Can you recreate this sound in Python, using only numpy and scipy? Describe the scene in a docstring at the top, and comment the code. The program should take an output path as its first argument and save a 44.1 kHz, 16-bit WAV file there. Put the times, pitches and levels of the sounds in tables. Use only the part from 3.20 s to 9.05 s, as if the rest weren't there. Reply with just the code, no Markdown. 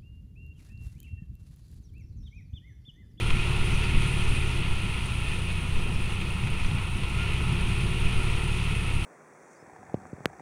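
"""Engine of a side-by-side utility vehicle, heard on board on a dirt road, a second one ahead.
It pulls, eases off for two seconds and pulls again: a low exhaust drone of crank orders and gas puffs.
Valves and gears ring the casing; the drive belt sings, and squeals briefly as it takes up load.
Tyres crunch grit and fling stones, the body rattles on bumps and booms in ruts.
Slow gusts buffet the microphone."""
import sys
import numpy as np
from scipy import signal
from scipy.fft import rfft, irfft
from scipy.io import wavfile
from scipy.ndimage import uniform_filter1d

SR = 44100
rng = np.random.default_rng(int(sys.argv[2]) if len(sys.argv) > 2 else 0)


def log_audio(samples):
    """Write samples as a 16-bit WAV file to the path given in sys.argv[1]."""
    # one column per channel
    frames = np.atleast_2d(samples).T
    # limit to full scale, then quantise
    limited = np.clip(frames, -1, 1)
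    pcm = np.round(limited * 32767).astype(np.int16)
    wavfile.write(sys.argv[1], SR, pcm)


N = 257984
TIME = np.arange(N) / SR

# engine casing modes: f/Hz, width/Hz, level/dB
CASING_MODES = [(1797, 103, -10.5), (1960, 140, -14), (2105, 15, -18), (2226, 78, -7), (2478, 140, -3.5),
                (2537, 74, 0.5), (2715, 112, -2), (2850, 380, -9.5), (3190, 430, -11), (4080, 2200, -27.5)]
# body panel modes: f/Hz, width/Hz, level/dB
PANEL_MODES = [(722, 55, -7), (834, 23, -1.5), (936.5, 65, 0.5), (1002, 37, -4.5), (1075, 87, -3.5),
               (1286, 75, 0.5), (1396, 92, -1)]
# noise spectrum of belt and tyres: f/Hz, level/dB
WASH_SPECTRUM = [(250, -1), (600, -5.5), (1000, -4.5), (1400, -3), (1600, -14), (2000, 1.5), (2600, 2),
                 (3300, -2.5), (4200, -9), (5200, -17.5), (6500, -19), (7800, -23), (10000, -16),
                 (15000, -51)]


def from_db(db):
    """Decibels to gain."""
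    return 10 ** (np.asarray(db) / 20)


def unit_rms(x):
    """Scale to rms 1."""
    return x / np.sqrt(np.mean(x ** 2) + 1e-20)


def curve(rows):
    """Straight lines through (t/s, value) points."""
    return np.interp(TIME, *np.transpose(rows))


def swells(rows):
    """Sum of Gaussian bumps from (peak t/s, length/s, height) rows."""
    return sum(height * np.exp(-(2 * (TIME - t_s) / length_s) ** 2) for t_s, length_s, height in rows)


def drift(rate_hz):
    """Random wander below about rate_hz; rms 1."""
    f_hz = np.arange(N // 2 + 1) * SR / N
    return unit_rms(irfft(rfft(rng.standard_normal(N)) / (1 + (f_hz / rate_hz) ** 2) ** 2, N))


def coloured(x, spectrum):
    """Filter by (f/Hz, level/dB) points, falling 24 dB/octave outside them; rms 1."""
    f_hz = np.arange(N // 2 + 1) * SR / N + 1e-6
    hz, db = np.transpose(spectrum)
    outside_oct = np.maximum(np.log2(hz[0] / f_hz), 0) + np.maximum(np.log2(f_hz / hz[-1]), 0)
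    gain = from_db(np.interp(np.log(f_hz), np.log(hz), db) - 24 * outside_oct)
    return unit_rms(irfft(rfft(x) * gain, N))


def bandpass(x, edges_hz, order):
    """Butterworth band-pass."""
    return signal.sosfilt(signal.butter(order, edges_hz, "band", fs=SR, output="sos"), x)


def resonance(x, hz, width_hz):
    """Two-pole resonator, peak gain 1."""
    r = np.exp(-np.pi * width_hz / SR)
    feedback = [1, -2 * r * np.cos(2 * np.pi * hz / SR), r * r]
    return signal.lfilter(np.array([1, 0, -1]) * (1 - r * r) / 2, feedback, x + 1e-18)


def ring(force, modes):
    """A rough contact force rings each mode separately; rms about that of the force."""
    ringing = sum(from_db(db) * resonance(force * rng.standard_normal(N), hz, width_hz)
                  for hz, width_hz, db in modes)
    power = sum(from_db(db) ** 2 * np.pi * width_hz / SR for _, width_hz, db in modes)
    return bandpass(ringing, [0.75 * modes[0][0], 1.12 * modes[-1][0]], order=4) / np.sqrt(power)


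def knocks(rows, decay_s):
    """Contact force that jumps at each (t/s, level/dB) and decays."""
    impulses = np.zeros(N)
    for t_s, db in rows:
        impulses[round(t_s * SR)] = from_db(db)
    return signal.lfilter([1], [1, -np.exp(-1 / (decay_s * SR))], impulses + 1e-18)


def strokes(cycles, sharpness, uneven_db):
    """One decaying pulse of random strength per cycle; rms 1."""
    index = cycles.astype(int)
    strength = from_db(uneven_db * rng.standard_normal(index[-1] + 1))
    return unit_rms(strength[index] * np.exp(-sharpness * (cycles % 1)))


def engine_gain(law, speed_oct):
    """Gain that grows with engine speed and fades as the vehicle ahead draws away."""
    cruise_db, db_per_oct, loss_db_per_s = law
    return from_db(cruise_db + db_per_oct * speed_oct - loss_db_per_s * TIME)


def wind(speed_oct, cruise_db=-29, db_per_oct=6, restless_db=3.0, gain_db=-2.0):
    """Mostly infrasonic air pressure on the microphone: a stream plus single gusts."""
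    # peak t/s, length/s, level/dB
    gust_hits = [(0.134, 0.14, -19), (0.486, 0.22, -21), (.78, .11, -15.5), (1.098, .26, -20),
                 (2.559, 0.065, -17.5), (3.45, 0.21, -22), (4.5, 0.092, -22.5), (4.956, 0.25, -23)]
    # f/Hz, level/dB
    spectrum = [(5, 0), (10, 0), (17, -4.5), (27, -13.0), (48, -19.0), (90, -28), (200, -29)]
    stream = from_db(cruise_db + db_per_oct * speed_oct + restless_db * drift(4.6))
    gusts = swells((t_s, length_s, from_db(db)) for t_s, length_s, db in gust_hits)
    pressure = coloured(rng.standard_normal(N), spectrum)
    levelled = pressure / np.sqrt(uniform_filter1d(pressure ** 2, size=SR // 5))
    return from_db(gain_db) * np.hypot(stream, gusts) * levelled


def tyre_roar(gain_db=-0.64, bumpy_db=0.8):
    """The uneven track shakes the panels through the tyres."""
    # track roughness: t/s, level/dB
    roughness = [(0, -43), (.8, -43), (1.6, -45), (2.85, -46.3), (3.4, -44), (4.6, -44.5), (5.0, -42),
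                 (5.3, -45), (5.85, -44)]
    force = from_db(bumpy_db * drift(9.8))
    return from_db(gain_db + curve(roughness)) * ring(force, PANEL_MODES)


def thuds(gain_db=-3.5):
    """Wheels drop into ruts and the chassis booms."""
    # peak t/s, length/s, level/dB
    ruts = [(0.445, .09, -30), (3.266, 0.086, -25.5), (3.534, 0.13, -25.5), (3.772, 0.071, -25.5),
            (4.372, 0.32, -25.5)]
    # chassis boom: f/Hz, level/dB
    boom_spectrum = [(60, 3), (110, 8.5), (170, 2), (260, -10), (400, -19.5)]
    force = swells((t_s, length_s, from_db(db)) for t_s, length_s, db in ruts)
    return from_db(gain_db) * force * coloured(rng.standard_normal(N), boom_spectrum)


def stones(width_hz=400, gain_db=-17.0):
    """Stones flung by the tyres give short bright pings."""
    # t/s, level/dB, f/Hz
    hits = [(.54, -29, 6100), (0.641, -25, 4580), (2.74, -30, 5240), (3.46, -30, 5870)]
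    pings = sum(ring(knocks([(t_s, db)], decay_s=0.0096), [(hz, width_hz, 0)]) for t_s, db, hz in hits)
    return from_db(gain_db) * pings


def rattles(casing_db=-2.5, panel_db=-12.5, scrape_db=-6.0):
    """Each bump makes loose parts chatter for a few milliseconds."""
    # t/s, level/dB
    bumps = [(.1042, -22.5), (.6394, -29), (.8206, -26.5), (1.7384, -31), (3.0132, -29), (3.2711, -26.5),
             (3.4464, -28), (3.5114, -31), (3.5843, -28), (3.8343, -28), (4.617, -35)]
    force = knocks(bumps, decay_s=0.004)
    scrape = np.sqrt(np.mean(force ** 2)) * coloured(force * rng.standard_normal(N), WASH_SPECTRUM)
    casing = from_db(casing_db) * ring(force, CASING_MODES)
    panels = from_db(panel_db) * ring(force, PANEL_MODES)
    return casing + panels + from_db(scrape_db) * scrape


def grit(cracks_per_s=1100, spread_db=0.5, gain_db=-18.5):
    """Small stones crack under the tyres in clumps."""
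    cracks = rng.random(N) < cracks_per_s * from_db(4 * drift(10)) / SR
    sizes = from_db(spread_db * np.minimum(rng.exponential(1, N), 4))
    signs = rng.choice([-1, 1], N)
    return from_db(gain_db) * unit_rms(bandpass(cracks * sizes * signs, [1800, 6500], order=2))


def gear_hiss(turns, gain_db=-0.1, flutter_db=0.7):
    """Fine hiss of the running gear, pulsing lightly twice a turn."""
    # f/Hz, level/dB
    spectrum = [(4000, -16), (6000, -8.5), (7700, -9), (8300, -3), (8900, 3), (9400, 4.5), (9900, 1),
                (10600, -6.5), (11300, -14), (12200, -22), (13500, -25), (16000, -27)]
    # t/s, level/dB
    levels = [(0, -50.5), (.7, -49), (0.99, -47), (1.4, -50.8), (2.15, -50.5), (3.05, -53.2), (3.85, -53),
              (4.4, -51), (5.15, -49), (5.85, -50.5)]
    pulsing = strokes(2 * turns, sharpness=0.36, uneven_db=1.0) * from_db(flutter_db * drift(23))
    return from_db(gain_db + curve(levels)) * coloured(rng.standard_normal(N) * pulsing, spectrum)


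def belt_squeals(wobble_hz=5.0):
    """The belt slips briefly as the drive takes up load."""
    # centre t/s, length/s, f/Hz, level/dB
    slips = [(4.0, 0.13, 1395, -44), (4.117, 0.061, 1260, -47)]
    squeals = np.zeros(N)
    for t_s, length_s, hz, db in slips:
        envelope = np.exp(-(2 * (TIME - t_s) / length_s) ** 4)
        phase = 2 * np.pi * np.cumsum(hz + wobble_hz * drift(61)) / SR
        squeals += np.sqrt(2) * from_db(db) * envelope * np.sin(phase)
    return squeals


def belt(throttle, hz=1386.0, width_hz=160.0, gain_db=-11.0, slack_db=-7.0):
    """The drive belt sings against its pulleys, louder under load."""
    rubbing = resonance(resonance(rng.standard_normal(N), hz, width_hz), hz, width_hz)
    return from_db(gain_db + slack_db * (1.5 - throttle)) * unit_rms(rubbing)


def clatter(turns, throttle, valve_db=-9.5, mesh_db=-2.0, wash_db=-4.5, slack_db=-2.0, flutter_db=0.77):
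    """Valve taps and steady gear and belt rub ring the casing; a broad wash rises with load."""
    taps = from_db(valve_db) * strokes(2 * turns, sharpness=12.0, uneven_db=1.5)
    force = np.hypot(taps, from_db(mesh_db))
    casing = ring(force, CASING_MODES) * from_db(flutter_db * drift(23))
    wash = coloured(rng.standard_normal(N), WASH_SPECTRUM)
    return casing + from_db(wash_db + slack_db * (1 - throttle)) * wash


def exhaust(turns, throttle, waver_db=0.48, puff_db=-5.5, coast_boost_db=2.5, pipe_db=-26.0):
    """Crank orders, fuller under throttle; a gas puff on every turn also rings the tail pipe."""
    # multiple of crank speed, coasting level/dB, pulling level/dB
    orders = [(1, -9, -2.5), (2, -4.5, -5), (3, -6, -6), (3.5, -16.5, -9), (4, -20.5, -10.5),
              (5, -17, -14.5), (6, -15, -31), (8, -31, -28.5), (9, -60, -25), (10, -40.5, -17),
              (11, -31, -26), (12, -31, -23), (13, -31.5, -34)]
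    # f/Hz, level/dB
    puff_spectrum = [(35, -4.5), (52, -2), (80, 2.5), (125, 3), (180, -0.65), (220, -9), (260, -11.5),
                     (300, -17), (345, -15), (440, -14), (520, -21), (640, -26), (1000, -27)]
    shaky_turns = turns + 0.003 * drift(12)
    note = np.zeros(N)
    for order, coast_db, pull_db in orders:
        level_db = coast_db + throttle * (pull_db - coast_db) + waver_db * drift(26)
        smear_cycles = 0.17 * rng.standard_normal()  # the muffler smears the firing pulse
        note -= np.sqrt(2) * from_db(level_db) * np.cos(2 * np.pi * (order * shaky_turns + smear_cycles))
    gas = rng.standard_normal(N) * strokes(turns, sharpness=0.55, uneven_db=1.5)
    puffs = from_db(puff_db + coast_boost_db * (1 - throttle)) * coloured(gas, puff_spectrum)
    pipe = resonance(resonance(gas, hz=348, width_hz=61), hz=348, width_hz=61)
    return note + puffs + from_db(pipe_db) * unit_rms(pipe)


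def scene(cruise_hz=36):
    """Mono mix: crank angle times the engine's pulses, crank speed sets their level."""
    # crank speed: t/s, f/Hz
    crank_speed = [(0.0, 35.3), (0.3, 36.0), (0.72, 36.6), (0.95, 36.3), (1.24, 36.1), (1.42, 33.2),
                   (1.81, 31.2), (2.3, 29.2), (2.74, 30.3), (3.39, 30.4), (3.7, 29.3), (4.0, 33.7),
                   (4.4, 35.1), (4.9, 36.9), (5.3, 36.5), (5.55, 36.1), (5.85, 33.2)]
    # t/s, throttle/0-1
    pedal = [(0, 1), (1.25, 0.89), (1.7, 0.53), (2.4, 0), (3.65, 0), (4.05, 0.82), (5.1, 0.9), (5.85, 0.62)]
    # brief rises of the running gear: peak t/s, length/s, boost/dB
    surges = [(.18, .16, 0.5), (0.616, 0.13, 0.5), (.85, 0.072, 1.0), (2.11, .12, 2.0), (2.308, 0.045, 3.5),
              (4.07, 0.22, 1.0)]
    # both: cruise level/dB, rise/(dB per octave of speed), loss/(dB per s)
    exhaust_law = (-28.5, 9.2, 0.026)
    gear_law = (-35, 10.1, 0.36)
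    crank_hz = curve(crank_speed)
    throttle = curve(pedal)
    turns = np.cumsum(crank_hz) / SR
    speed_oct = np.log2(crank_hz / cruise_hz)
    drone = engine_gain(exhaust_law, speed_oct) * exhaust(turns, throttle)
    gear_gain = engine_gain(gear_law, speed_oct) * from_db(swells(surges))
    running_gear = gear_gain * (clatter(turns, throttle) + belt(throttle) + grit())
    track = tyre_roar() + rattles() + stones() + thuds()
    return (drone + running_gear + gear_hiss(turns) + track + belt_squeals() + wind(speed_oct))[None]


def record(dry, noise_db=-63.0, cutoff_hz=15750):
    """The camera adds a faint whine and hiss and cuts the top."""
    # electronic whine: f/Hz, level/dB
    whine_tones = [(5900, -79), (7867, -71.5), (15734, -89)]
    whine = sum(np.sqrt(2) * from_db(db) * np.sin(2 * np.pi * hz * TIME) for hz, db in whine_tones)
    noise = from_db(noise_db) * rng.standard_normal(N)
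    lowpass = signal.ellip(12, 0.1, 90, cutoff_hz, fs=SR, output="sos")
    return signal.sosfilt(lowpass, dry + whine + noise)


dry = scene()
out = record(dry)
log_audio(out)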